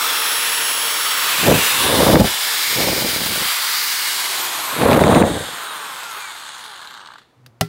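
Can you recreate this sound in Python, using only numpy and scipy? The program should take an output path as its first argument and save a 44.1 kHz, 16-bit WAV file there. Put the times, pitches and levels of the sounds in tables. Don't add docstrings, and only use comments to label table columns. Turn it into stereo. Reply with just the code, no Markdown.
import sys
import numpy as np
from scipy import signal
from scipy.fft import rfft, irfft
from scipy.io import wavfile
from scipy.ndimage import uniform_filter1d, minimum_filter1d

SR = 44100
rng = np.random.default_rng(int(sys.argv[2]) if len(sys.argv) > 2 else 0)


def to_wav(sig):
    pcm = np.clip(np.atleast_2d(sig), -1, 1) * 32767
    pcm = np.round(pcm).astype(np.int16)
    wavfile.write(sys.argv[1], SR, pcm.T)


N = 338688
T = np.arange(N) / SR
RUN_HZ, RELEASE_S = 458, 3.995


def rotor(t, friction=86.2, grease=.124, fan_drag=.000595):
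    hz = np.linspace(RUN_HZ, 0, 2000)
    braking_hz_per_s = friction + grease * hz + fan_drag * hz ** 2
    step_s = (hz[0] - hz[1]) / braking_hz_per_s
    return np.interp(t, RELEASE_S + np.cumsum(step_s), hz)


# freq_hz, gain_db
REAR_EQ = [(35, -71), (60, -34.5), (368, -11), (453, -10.5), (700, -10), (900, -2), (1120, 1), (1740, -1.5),
           (3500, -0.5), (5080, -6.5), (5450, -10), (5840, -9), (9080, -9.5), (10700, -9.5), (11700, -11),
           (15500, -8.5)]
SIDE_VENT_EQ = [(35, -66.5), (60, -35), (253, -35.5), (453, -14), (657, -5.5), (1100, 1.5), (1450, -1.5),
                (2010, 1.5), (2400, -3.5), (3760, 3), (4320, -4.5), (4960, -5), (6400, -10.5), (8870, -5),
                (15500, -12)]
FRONT_EQ = [(60, -46), (200, -26), (385, -16), (640, -19.5), (930, -7.5), (1420, -5), (2200, 0),
            (2700, -2.5), (3600, -1.5), (4700, 2), (5900, -7), (7500, -11), (12600, -12), (15500, -8.5)]
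GRIP_EQ = [(35, -57), (60, -32), (139, -17.5), (201, -22.5), (320, -15.5), (521, -14.5), (999, 1),
           (1450, -8), (2100, -4), (2710, -9), (3270, -5), (5980, -13.5), (7720, -11), (12600, -16),
           (15500, -23.5)]
COASTING_EQ = [(35, -84), (60, -53), (112, -46), (145, -26), (351, -17.5), (423, -6.5), (509, -14.5),
               (910, -8.5), (1050, 2), (1350, -2), (2410, -10.5), (3930, -9.5), (5710, -26), (11500, -28),
               (15500, -30.5)]
CRAWLING_EQ = [(35, -46), (60, -14), (107, -32), (359, -22), (453, -17.5), (613, -18.5), (869, -5),
               (1020, -4.5), (1550, -2.5), (2710, -13), (3340, -4.5), (4850, -14), (5200, -21.5),
               (8280, -25), (15500, -39)]
# time_s, eq_index
EQ_MORPH = [(0, 0), (1.65, 0), (2.3, 2.5), (2.9, 2.08), (3.5, 1.5), (4.2, 2.5), (4.6, 3), (4.9, 4),
            (5.4, 5), (6.1, 3), (6.33, 6.5)]
# centre_hz, width_hz, boost_db
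HOUSING_PEAKS = [(3750, 550, 1.5), (4540, 300, 0), (6740, 650, 3.5), (8400, 370, 7), (8900, 470, 2.5),
                 (9600, 400, 4.5), (11360, 700, 5)]
# time_s, gain_db
VENT_NEARNESS = [(0, 0.5), (.95, -1.1), (1.65, 4), (2.03, 2), (2.35, -0.5), (2.7, 1.15), (3.3, -1),
                 (3.5, 0.5), (4.25, -.5), (4.7, -2.5), (4.95, 0), (5.3, -3.5), (5.8, -4), (6.85, -0.5)]
def air_rush(speed, turns, body_db=-23, slowing_db_per_decade=18, max_fall_db_per_s=110):
    hz, t, spectrum = signal.stft(chopped_air(speed, turns), SR, nperseg=1024, noverlap=768)
    rotor_hz = rotor(t) + 1e-3
    slowed = 1 - rotor_hz / RUN_HZ
    morph = np.clip(curve(EQ_MORPH, t), 0, 5)
    eqs = [REAR_EQ, SIDE_VENT_EQ, FRONT_EQ, GRIP_EQ, COASTING_EQ, CRAWLING_EQ]
    db = sum(eq_db(eq, np.minimum(hz, 15000))[:, None] * np.maximum(1 - abs(morph - k), 0)
             for k, eq in enumerate(eqs))
    rings = sum(boost * bell(hz, centre, width) for centre, width, boost in HOUSING_PEAKS)
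    db += (rings - rings.mean())[:, None] * slowed
    db -= 5 * slowed * np.exp(-(np.log((hz[:, None] + 1) / 1250) / .5) ** 2)
    db += 1.4 * patches(db.shape, frames=54, bins=5)
    high_shelf = np.clip((hz - 5000) / 2500, 0, 1)[:, None]
    db += 3.5 * high_shelf * slowed * patches(db.shape, frames=18, bins=13)
    body, treble = (10 * np.log10((amp(db[(hz > lo) & (hz < hi)]) ** 2).sum(0) / len(hz))
                    for lo, hi in [(2200, 6000), (7000, 15500)])
    level_db = body_db + curve(VENT_NEARNESS, t) + slowing_db_per_decade * np.log10(rotor_hz / RUN_HZ)
    level_db = np.maximum.accumulate(level_db + max_fall_db_per_s * t) - max_fall_db_per_s * t
    treble_over_body_db = -2.18 - 11.5 / (1 + (rotor_hz / 48) ** 2)
    db += level_db - body + high_shelf * (treble_over_body_db - treble + body)
    air = signal.istft(spectrum * amp(db), SR, nperseg=1024, noverlap=768)[1][:N]
    return air * amp(0.56 * wander(27))


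def chopped_air(speed, turns, separate_hz=48, tooth_decay=0.33, uneven_db=5.5):
    depth = 0.36 / (1 + (speed / separate_hz) ** 2)
    teeth = 4 * turns
    force = amp(-uneven_db * rng.standard_normal(N))[teeth.astype(int)]
    strikes = unit(np.exp(-(teeth % 1) / tooth_decay)) * force
    slowed = 1 - speed / speed.max()
    swing = 1 + 0.2 * slowed * np.cos(2 * np.pi * turns)
    return np.sqrt(1 - depth + depth * strikes ** 2) * swing * rng.standard_normal(N)


# time_s, unbalance_db, slot_db, commutator_db
WHINE_LEVELS = [(.13, -46.5, -34.5, -40), (.25, -44.5, -32.5, -29.5), (.75, -48, -33, -26.5),
                (1.22, -52, -34, -34.5), (1.52, -50.5, -44, -58), (3.2, -57.5, -49, -58),
                (3.8, -61, -51.5, -50.5)]
# rotor_multiple, relative_db
SIDE_TONES = [(2, -5), (17, -6), (18, -20.5), (19, -15), (21, -20.5), (23, -21.5), (25, -14.5), (26, -15),
              (27, -20.5), (28, -16.5), (31, -22), (34, -11.5)]
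# rotor_multiple, centre_hz, width_hz, level_db
FLARES = [(1, 385, 90, -44), (8, 440, 80, -60), (8, 1600, 350, -46), (9, 1400, 380, -46),
          (12, 1380, 150, -36), (12, 1600, 120, -48), (12, 850, 200, -55), (16, 880, 250, -46.5),
          (16, 1420, 230, -43), (20, 1900, 150, -44), (24, 1200, 300, -50), (24, 2350, 270, -38.5),
          (24, 3850, 600, -42), (24, 8200, 1200, -48.5), (39, 5300, 720, -49.5), (39, 7450, 500, -47),
          (39, 8900, 600, -39), (39, 10000, 830, -42), (39, 12100, 1200, -34.5), (39, 14000, 550, -29),
          (39, 15300, 1200, -38)]
def whine(speed, turns, fade_db=22, stall_hz=4.5):
    share = speed / speed.max()
    unpowered = np.clip(4 * (1 - share), 0, 1)
    unbalance_db, slot_db, commutator_db = (curve(WHINE_LEVELS, column=c) for c in (1, 2, 3))
    tones = [(1, unbalance_db), (12, slot_db), (24, commutator_db)]
    tones += [(k, slot_db + db) for k, db in SIDE_TONES]
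    gains = {k: share * amp(db - fade_db * unpowered + wander(12)) for k, db in tones}
    for k, centre, width, db in FLARES:
        flare = unpowered * bell(k * speed, centre, width) * amp(db + 2 * wander(12))
        gains[k] = gains.get(k, 0) + flare
    moving = speed ** 2 / (speed ** 2 + stall_hz ** 2)
    chord = sum(gain * np.sin(2 * np.pi * (k * turns + rng.random())) for k, gain in gains.items())
    return np.sqrt(2) * moving * chord


PINION_TEETH = [(0, 0.88), (0.272, 0.6), (0.487, .9), (.76, 0.79)]
# pitch_hz, level_db, t60_s
CASE_MODES = [(889, -5, 0.015), (1163, -0.5, 0.012), (1386, 2.5, 0.0088), (1574, 0.5, .011),
              (1760, -9, 0.012), (3740, -12.5, .004)]
def gears(speed, turns, uneven_db=1.5, backlash_s=.00005, scrape_s=.0035):
    blows = np.zeros(N + 1)
    for position, force in PINION_TEETH:
        at = np.interp(np.arange(1 + position, turns[-1], 1), turns, np.arange(N))
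        slack, hardness = rng.standard_normal((len(at), 2)).T
        at = np.clip(at + backlash_s * SR * slack, 0, N - 1)
        size = force * amp(uneven_db * hardness)
        sample, fraction = at.astype(int), at % 1
        blows += np.bincount(sample, size * (1 - fraction), N + 1)
        blows += np.bincount(sample + 1, size * fraction, N + 1)
    blows = blows[:N] / np.sqrt(np.maximum(speed, 10))
    sliding = signal.lfilter([1], [1, -np.exp(-1 / (scrape_s * SR))], blows ** 2)
    drive = unit(blows) + unit(np.sqrt(sliding) * rng.standard_normal(N))
    t = np.arange(2048) / SR
    case = sum((-1) ** k * amp(db - 60 * t / t60) * np.sin(2 * np.pi * hz * t)
               for k, (hz, db, t60) in enumerate(CASE_MODES))
    return clatter_gain(speed) * unit(signal.oaconvolve(drive, case)[:N])


def clatter_gain(speed, settle_hz=8.8):
    share = speed / speed.max()
    driven = amp(-36.5) * share ** 2
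    chatter = amp(-34.5) * bell(speed, centre=155, width=100)
    loose = amp(-42.5) * (1 - share) ** 2
    striking = speed ** 3 / (speed ** 3 + settle_hz ** 3)
    return np.sqrt(driven ** 2 + chatter ** 2 + loose ** 2) * striking


# start_s, hold_s, level_db, rise_db_per_s, fall_db_per_s, dull_above_hz
EXHAUST_GUSTS = [(1.487, 0.042, -8.5, 270, 248, 800), (1.856, 0.098, -22, 188.5, 99, 1610),
                 (2.035, 0.16, -11.5, 92, 251, 3510), (2.143, 0.077, -4.5, 400, 397, 224),
                 (2.795, 0.11, -20.5, 231.5, 77, 1146), (3.013, 0.066, -26.5, 200, 200, 900),
                 (3.162, 0.26, -30.5, 150, 282, 700), (4.853, .38, -9, 245, 229, 2500),
                 (5.276, 0.1, -22.5, 100, 140, 600)]
# freq_hz, gain_db
GUST_EQ = [(15, -49.5), (25, -33), (57, -5.5), (144, -2), (178, 0), (229, -0.5), (409, -2), (495, 0.5),
           (883, -7), (2500, -25), (3250, -45.5), (5500, -120)]
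def exhaust_gusts(lump_db=3.5, lump_hz=80, dull_db_per_octave=7):
    lumps = amp(lump_db * wander(lump_hz))
    lumps /= np.sqrt(uniform_filter1d(lumps ** 2, size=2600))
    out = np.zeros(N)
    for *envelope, dull_hz in EXHAUST_GUSTS:
        eq = [(hz, db - dull_db_per_octave * np.log2(1 + (hz / dull_hz) ** 2) / 2) for hz, db in GUST_EQ]
        out += swell(*envelope) * coloured(rng.standard_normal(N) * lumps, eq)
    return out


# time_s, level_db, lowpass_hz
EDDY_CRACKS = [(2.084, -1, 1200), (2.129, -8, 1300), (2.157, 5.5, 1700), (2.245, -0.5, 1000),
               (4.82, -4.5, 1800), (4.914, -1, 2200), (4.932, -3.5, 3200), (4.949, -5.5, 2800),
               (4.994, -5, 2800), (5.039, -2.5, 2400), (5.081, -1, 2400), (5.149, -5.5, 3410),
               (5.168, -16, 1600), (5.209, -16, 1900), (5.226, 1, 2100), (5.238, -16, 1600)]
def eddy_cracks(spray_s=0.0014, front_s=0.0004):
    out, t = np.zeros(N), np.arange(1024) / SR
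    for time_s, db, lowpass_hz in EDDY_CRACKS:
        spray = 0.79 * rng.standard_normal(len(t)) * np.exp(-t / spray_s) * np.sqrt(SR / 2 / lowpass_hz)
        front = amp(-3) * rng.choice([-1, 1]) * (1 - t / front_s) * np.exp(-t / front_s)
        lowpass = signal.butter(3, lowpass_hz, fs=SR, output="sos")
        add(out, time_s - .001, amp(db) * signal.sosfilt(lowpass, spray + front))
    return out


# start_s, crack_db, ring_db
DESK_KNOCKS = [(7.462, -35, -59), (7.61, -5.5, -10.5)]
# freq_hz, gain_db
PLASTIC_EQ = [(100, -12), (500, 2), (800, -2), (1500, -1), (3000, -4.5), (5000, -2.5), (7000, -12),
              (9500, -12), (15500, -14.5)]
# pitch_hz, level_db, t60_s
DESK_MODES = [(116, -1.5, 0.11), (162, -1.5, 0.16), (259, -9, 0.113), (404, -13, 0.2), (650, 6.5, 0.031),
              (756, -4, 0.07), (1360, -14, 0.14), (2000, -14, 0.1), (2514, -24, .08), (9300, -31, 0.13)]
def desk_knocks(crack_t60=0.023, room_t60=0.2, crack_rise_s=0.00042, ring_rise_s=0.0037):
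    out, t = np.zeros(N), np.arange(SR // 3) / SR
    envelope = amp(-60 * t / crack_t60) + amp(-25 - 60 * t / room_t60)
    envelope *= 1 - np.exp(-t / crack_rise_s)
    for start_s, crack_db, ring_db in DESK_KNOCKS:
        ring = sum(amp(db - 60 * t / t60) * np.sin(2 * np.pi * (hz * t + rng.random()))
                   for hz, db, t60 in DESK_MODES)
        ring *= 1 - np.exp(-t / ring_rise_s)
        crack = envelope * coloured(rng.standard_normal(len(t)), PLASTIC_EQ)
        add(out, start_s, amp(crack_db) * crack + amp(ring_db) * ring)
    return out


# start_s, hold_s, level_db, rise_db_per_s, fall_db_per_s
GRIP_DRAGS = [(7.38, .21, -56, 896, 150), (7.45, .04, -53, 200, 901)]
def grip_drag(slip_hz=125, jitter=.1):
    phase = 2 * np.pi * np.cumsum(slip_hz * (1 + jitter * wander(30.3))) / SR
    hum = unit(np.sin(phase) + .2 * np.sin(2 * phase))
    return sum(swell(*row) for row in GRIP_DRAGS) * hum


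# freq_hz, gain_db
ROOM_EQ = [(30, -10), (130, -0.5), (400, -1.5), (1200, -7.5), (2500, -17.5), (6000, -25.5), (15000, -34.5)]
def room_tone(level_db=-59):
    return amp(level_db) * coloured(rng.standard_normal(N), ROOM_EQ)


def amp(db):
    return 10 ** (np.asarray(db) / 20)


def unit(x):
    return x / np.sqrt(np.mean(x ** 2) + 1e-20)


def curve(rows, t=T, column=1):
    rows = np.asarray(rows, float)
    return np.interp(t, rows[:, 0], rows[:, column])


def eq_db(eq, hz):
    points_hz, db = np.transpose(eq)
    return np.interp(np.log(hz + 1), np.log(points_hz + 1), db)


def coloured(x, eq):
    hz = np.fft.rfftfreq(len(x), 1 / SR)
    return unit(irfft(rfft(x) * amp(eq_db(eq, hz)), len(x)))


def bell(hz, centre, width):
    return 1 / (1 + (2 * (hz - centre) / width) ** 2)


def swell(start_s, hold_s, db, rise, fall):
    return amp(db - rise * np.maximum(start_s - T, 0) - fall * np.maximum(T - start_s - hold_s, 0))


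def wander(rate_hz):
    t = T[::32]
    rolloff = 1 + (np.fft.rfftfreq(len(t), t[1]) / rate_hz) ** 4
    drift = irfft(rfft(rng.standard_normal(len(t))) / rolloff, len(t))
    return np.interp(T, t, unit(drift))


def patches(shape, frames, bins):
    field = rng.standard_normal(shape)
    for axis, width in [(0, bins), (1, frames)] * 2:
        field = uniform_filter1d(field, width, axis)
    return unit(field)


def add(mix, start_s, sound):
    part = mix[round(start_s * SR):][:len(sound)]
    part += sound[:len(part)]


def scene():
    speed = rotor(T) * (1 + .0004 * wander(1.5))
    turns = np.cumsum(speed) / SR
    room = room_tone()
    drill = air_rush(speed, turns) + gears(speed, turns) + whine(speed, turns)
    mono = drill + exhaust_gusts() + eddy_cracks() + desk_knocks() + grip_drag() + room
    return np.array([mono, mono])


def record(dry, ceiling=0.92, low_cut_hz=42, high_cut_hz=15800, recover_db_per_s=220):
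    heard = signal.sosfilt(signal.butter(2, low_cut_hz, btype="high", fs=SR, output="sos"), dry)
    duck_db = 20 * np.log10(np.minimum(1, ceiling / (abs(heard).max(0) + 1e-9)))
    recovery = recover_db_per_s * T
    held_db = np.minimum.accumulate(minimum_filter1d(duck_db, size=120) - recovery) + recovery
    gain = uniform_filter1d(amp(held_db), size=120)
    high_cut = signal.firwin(511, high_cut_hz, window=("kaiser", 9), fs=SR)
    return signal.oaconvolve(heard * gain, high_cut[None], "same")


dry = scene()
out = record(dry)
to_wav(out)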